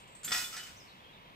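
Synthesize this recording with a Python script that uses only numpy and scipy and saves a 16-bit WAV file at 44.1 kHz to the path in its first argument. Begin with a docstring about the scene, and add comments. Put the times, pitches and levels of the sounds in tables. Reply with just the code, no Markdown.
"""Small rings tinkle on the harness of a draught horse shifting its weight in a conifer wood. Then the
trace chain drops against its steel fittings, rattles and settles, leaving one hook ringing. Each impact
excites damped modes of the steel, and trunks scatter the sound. Hooves thud softly, and a far bird
sings a falling phrase over the steady hush of the forest."""
import sys
import numpy as np
from scipy import signal
from scipy.fft import rfft, irfft
from scipy.io import wavfile
from scipy.ndimage import uniform_filter1d

SR = 44100
rng = np.random.default_rng(int(sys.argv[2]) if len(sys.argv) > 2 else 0)


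def bounce(signal):
    """Save signal as a 16-bit WAV file at the path given by the first command-line argument."""
    frames = np.transpose(np.atleast_2d(signal))
    limited = np.clip(frames, -1, 1)
    pcm = np.round(limited * 32767).astype(np.int16)
    wavfile.write(sys.argv[1], SR, pcm)


N = 59535
TIME, FREQS = np.arange(N) / SR, np.fft.rfftfreq(N, 1 / SR)
LEFT_RIGHT = np.array([[1], [-1]])


def undb(db):
    """Amplitude ratio of a level in decibels."""
    return 10 ** (np.asarray(db) / 20)


def decay(t60):
    """Exponential damping by 60 dB in t60 seconds."""
    return np.exp(-np.log(1000) * TIME / max(t60, 1e-3))


def unit(x):
    """Normalisation to rms 1."""
    return x / np.sqrt(np.mean(x ** 2))


def curve(points):
    """Interpolation of (Hz, value) points over log frequency."""
    hz, value = np.array(points).T
    return np.interp(np.log(FREQS + 1), np.log(hz), value)


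def noise(gain):
    """Spectral shaping of white noise, at rms 1."""
    return unit(irfft(rfft(rng.standard_normal(N)) * gain, N))


def add(out, start, x):
    """Superposition of a sound from its start time on."""
    i = int(np.clip(start * SR, 0, N - 1))
    out[..., i:] += x[..., :N - i]


def pair(a, b, correlation):
    """Partial coherence: sum and difference of two independent sounds give left and right."""
    alike = np.clip(curve(correlation), -.99, .99)
    mid = rfft(a) * np.sqrt((1 + alike) / 2)
    side = rfft(b) * np.sqrt((1 - alike) / 2)
    return irfft(np.array([mid + side, mid - side]), N)


# spectrum of the hush (frequency [Hz], relative level [dB])
HUSH_SPECTRUM = [(15, -30), (30, -5.5), (55, -4.5), (110, -3), (175, -2), (320, -7.5), (500, -6.5),
                 (800, -8), (1000, -3), (1400, -11.5), (2000, -9.5), (2800, -9.5), (3400, -10.5),
                 (5000, -24), (7000, -30.5), (10000, -34.5), (15500, -29.5)]
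# left-right coherence of its diffuse part (frequency [Hz], correlation [-1..1])
HUSH_COHERENCE = [(40, .86), (150, 0.77), (300, 0.67), (600, 0.2), (1200, -0.54), (4000, -0.07)]
# part arriving from the left (frequency [Hz], power share [0..1])
HUSH_FROM_LEFT = [(300, 0), (700, 0.35), (1300, 0.42), (3000, 0.76), (6000, 0.011)]
def hush(level_db=-55.5, right_lag_s=.00043):
    """Distant air in the trees: a diffuse field plus a plane wave that reaches the left first."""
    colour, share = undb(curve(HUSH_SPECTRUM)), curve(HUSH_FROM_LEFT)
    diffuse = rfft(pair(noise(colour), noise(colour), HUSH_COHERENCE))
    delay = np.exp(-2j * np.pi * FREQS * np.array([[0], [right_lag_s]]))
    plane_wave = rfft(noise(colour)) * delay
    return undb(level_db) * irfft(diffuse * np.sqrt(1 - share) + plane_wave * np.sqrt(share), N)


def echoes(trunks_per_s=1500, trunk_db=-.5, tail_db=-8):
    """Impulse response of the wood: discrete reflections from near trunks, then a diffuse tail."""
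    air = rng.standard_normal(N)
    reflections = rng.standard_normal(N) * (rng.random(N) < trunks_per_s / SR)
    trunks = reflections * decay(t60=.25) * (TIME > .002)
    low = signal.sosfiltfilt(signal.butter(2, 6000, fs=SR, output="sos"), air)
    tail = low * decay(t60=1) + (air - low) * decay(t60=.97)
    tail *= 1 - np.exp(-TIME / .019)
    return (undb(trunk_db) * unit(trunks) + undb(tail_db) * unit(tail)) / np.sqrt(N)


# left-right coherence of the echoes (frequency [Hz], correlation [-1..1])
ECHO_COHERENCE = [(200, 0.92), (1300, 0), (3000, 0), (8000, 0)]
def forest(x):
    """Reverberation: convolution with the wood's response on each side."""
    return signal.fftconvolve(x[None], pair(echoes(), echoes(), ECHO_COHERENCE))[:, :N]


# whistled notes (time [s], duration [s], start pitch [Hz], end pitch [Hz], relative level [dB])
BIRD_NOTES = [(0.761, 0.017, 5310, 6670, -60), (0.791, 0.0297, 5400, 5040, -61),
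              (0.867, 0.046, 4460, 3800, -64.5), (0.99, 0.024, 3440, 3350, -65),
              (1.016, 0.0734, 3150, 3336, -64), (1.119, 0.03, 3815, 3495, -63),
              (1.245, 0.032, 3250, 2990, -66.5)]
def bird(level_db=1.5):
    """Frequency modulation: short whistles glide and waver in a falling phrase."""
    out = np.zeros(N)
    for start, length, from_hz, to_hz, db in BIRD_NOTES:
        progress = np.clip((TIME - start) / length, 0, 1)
        waver = 1 + .029 * unit(uniform_filter1d(rng.standard_normal(N), size=200))
        hz = (from_hz + (to_hz - from_hz) * progress) * waver
        out += undb(level_db + db) * np.sin(np.pi * progress) * np.sin(2 * np.pi * np.cumsum(hz) / SR)
    return out


# hoof falls (time [s], level [dB], spectral peak [Hz])
HOOF_FALLS = [(0.233, -52.5, 130), (0.274, -52.5, 197), (.36, -53, 65), (.685, -55, 107.5)]
def hooves(attack_s=.011):
    """Cushioned impact: weight shifting on soft ground excites mainly low frequencies."""
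    out = np.zeros(N)
    envelope = (1 - np.exp(-TIME / attack_s)) * decay(t60=.34)
    for start, db, hz in HOOF_FALLS:
        colour = undb(curve([(hz / 2, -24), (hz, 0), (hz * 2, -16), (hz * 10, -60)]))
        add(out, start, undb(db) * noise(colour) * envelope)
    return out


def tilt(hz, slope_db, pivot_hz):
    """Spectral tilt: harder contact favours the modes above the pivot."""
    return undb(slope_db * np.clip(np.log2((hz + 1) / pivot_hz), -2, 2))


def struck_steel(modes, slope_db, pivot_hz, scatter_db, detune):
    """Modal vibration: each contact weights the modes anew; they reach the two sides out of step."""
    out = 0
    for hz, db, t60 in modes:
        size, drift, skew = rng.standard_normal(3)
        amplitude = undb(db + scatter_db * size) * tilt(hz, slope_db, pivot_hz)
        phase = 2 * np.pi * hz * (1 + detune * drift) * TIME + .56 * skew * LEFT_RIGHT
        out = out + amplitude * decay(t60) * np.sin(phase)
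    return out


# spectrum of the links (frequency [Hz], relative level [dB])
LINK_SPECTRUM = [(200, -22), (600, -15), (1000, -12), (1350, -0.5), (2200, -3.5), (3300, 0.5), (4000, -2.5),
                 (4800, -0.5), (5800, -3.5), (8200, -0.5), (9500, -15), (12500, -11), (15500, -14.5)]
def contact_colour(slope_db):
    """Spectral envelope of a steel contact, tilted by its hardness."""
    return undb(curve(LINK_SPECTRUM)) * tilt(FREQS, slope_db, pivot_hz=5200)


# modes of the small rings (frequency [Hz], relative level [dB], T60 [s])
RING_MODES = [(7270, 2.5, 0.089), (7540, -7.5, 0.75), (8360, -4.5, 0.11), (8040, -5.5, 0.82),
              (8300, -19, 0.18), (8560, -5, 0.14)]
# their touches (time [s], relative level [dB], click offset [dB])
RING_TOUCHES = [(.001, -22, 3), (0.076, -22, 1), (0.122, -23.5, -11), (0.151, -12, -6), (.233, -7, -4),
                (0.2418, -9, 6.5), (0.2466, -3, 3)]
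def small_rings(ring_db=-42, click_db=-43):
    """Light impacts: small harness rings click and vibrate in high modes."""
    out = np.zeros((2, N))
    for start, db, click_offset_db in RING_TOUCHES:
        click = undb(click_db + click_offset_db) * noise(contact_colour(0)) * decay(t60=.096)
        tinkle = struck_steel(RING_MODES, slope_db=0, pivot_hz=8500, scatter_db=3.5, detune=.0031)
        add(out, start, undb(db) * (click + undb(ring_db) * tinkle))
    return out


# single pieces left ringing (time [s], frequency [Hz], level [dB], T60 [s])
HOOK_TONES = [(.2465, 6400, -44, 0.075), (0.2445, 11960, -44, .14), (0.248, 12902, -37, 0.1),
              (0.246, 13973, -44, 0.13), (.279, 3499, -38.5, 0.08), (.38, 10820, -42, 0.23),
              (0.443, 3490, -39.5, 0.16), (.441, 2440, -48, 0.18), (0.527, 1320, -49, .4),
              (0.5403, 1320, -49, 0.11), (0.565, 2998, -54, 0.49), (.592, 14200, -61, 0.13),
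              (0.598, 2998, -44.5, 0.14), (.632, 2998, -46.5, 0.22), (.632, 12540, -59.5, 0.11)]
def hooks():
    """Free vibration: a piece that swings clear rings on in one damped mode."""
    out = np.zeros(N)
    for start, hz, db, t60 in HOOK_TONES:
        envelope = np.zeros(N)
        add(envelope, start, undb(db) * decay(t60))
        out += envelope * np.sin(2 * np.pi * hz * TIME)
    return out


# modes of the fittings, one list each (frequency [Hz]), (relative level [dB]), (T60 [s])
FITTING_FREQS = [733, 1381, 1456, 1920, 2155, 2442, 2970, 3487, 4704, 4783, 5115, 5479, 6298, 7734]
FITTING_LEVELS = [-13, -4, -5, 2, -6, 0, -1, 3, -1, -4, -1, 0, -2, -8]
FITTING_DECAYS = [.2, .2, .28, .2, .35, .22, .3, .16, .24, .24, .33, .26, .28, .3]
def fittings(slope_db, level_db=-41):
    """Resonance: one blow excites the inharmonic modes of the steel fittings."""
    modes = zip(FITTING_FREQS, FITTING_LEVELS, FITTING_DECAYS)
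    return undb(level_db) * struck_steel(modes, slope_db, pivot_hz=2650, scatter_db=.56, detune=.00253)


def link_modes(count):
    """Uniform modal density: one spectral line at random in each equal band."""
    lines = np.zeros(N // 2 + 1)
    bins = (np.arange(count) + rng.random(count)) * (N // 2) / count
    lines[bins.astype(int)] = 1
    return lines


def clack(links, slope_db, level_db=-32):
    """Impulsive excitation: a broadband crack, and the links' modes ringing in a new mixture."""
    colour = contact_colour(slope_db)
    ringing = noise(colour * links) * decay(t60=.13)
    crack = noise(colour) * decay(t60=.015)
    return undb(level_db) * (ringing + crack)


# chain blows (time [s], relative level [dB], tilt [dB/octave], fittings offset [dB])
CHAIN_BLOWS = [(.2777, -9.5, -2.5, -0.5), (.3075, -10, -6.5, -0.5), (.3185, -3, -.5, 9),
               (0.3234, -1.5, -1, -7), (.333, -4.5, 4.5, -6.5), (.346, -2.5, -4, 2), (.36, -6.5, 13, -14),
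               (.3795, -4, 0.5, -4), (.384, -9, -3.5, -6.5), (.412, -13.5, -3.5, 0.5), (.441, -13, 6, -4),
               (0.5289, -15.5, 4, 3.5), (.5415, -18, -7, -9), (0.5672, -9.5, -1.5, -2),
               (.572, -18, -2, -25), (.6319, -16, 1.5, -17), (0.6688, -18.5, -3, -2.5)]
# links sliding over each other (time [s], duration [s], relative level [dB], tilt [dB/octave])
CHAIN_SLIDES = [(0.269, .055, -15.5, 7.5), (.33, .11, -13, 7.5), (0.444, .08, -27, 0.5),
                (0.521, .09, -25, -2), (0.612, .1, -32.5, -3.5)]
def chain(contacts_per_s=130):
    """Repeated collision: blows excite links and fittings; sliding links rattle in lighter contacts."""
    rattle, steel, links = np.zeros(N), np.zeros((2, N)), link_modes(count=340)
    for start, db, slope_db, fittings_db in CHAIN_BLOWS:
        add(steel, start, undb(db + fittings_db) * fittings(slope_db))
        add(rattle, start, undb(db) * clack(links, slope_db))
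    for start, length, db, slope_db in CHAIN_SLIDES:
        for offset in np.arange(0, length, 1 / contacts_per_s):
            onset = start + offset + rng.random() / contacts_per_s
            add(rattle, onset, undb(db + 2 * rng.standard_normal()) * clack(links, slope_db))
    return rattle, steel


# balance of the harness and its echoes (frequency [Hz], left minus right [dB])
HARNESS_BALANCE = [(1300, .5), (2500, 0.5), (5000, 1.4), (9000, -3), (13000, -1)]
def scene(bird_echo_db=6.5, tone_echo_db=-7, right_lag_s=.00002):
    """Direct and reverberant fields: the harness is almost straight ahead, the bird deep in the trees."""
    song = bird()
    background = hush() + hooves() + song + undb(bird_echo_db) * forest(song)
    rattle, steel = chain()
    jingle, tones = small_rings() + rattle, hooks() + steel
    left, right = jingle + tones
    direct = np.array([left, np.interp(TIME - right_lag_s, TIME, right)])
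    scattered = forest((jingle + undb(tone_echo_db) * tones).mean(axis=0))
    balance = undb(curve(HARNESS_BALANCE) * LEFT_RIGHT / 2)
    return irfft(rfft(direct + scattered) * balance, N) + background


def record(dry):
    """Band limiting: a steep low-pass at 15.5 kHz."""
    return signal.sosfilt(signal.ellip(10, .2, 75, 15500, fs=SR, output="sos"), dry)


dry = scene()
out = record(dry)
bounce(out)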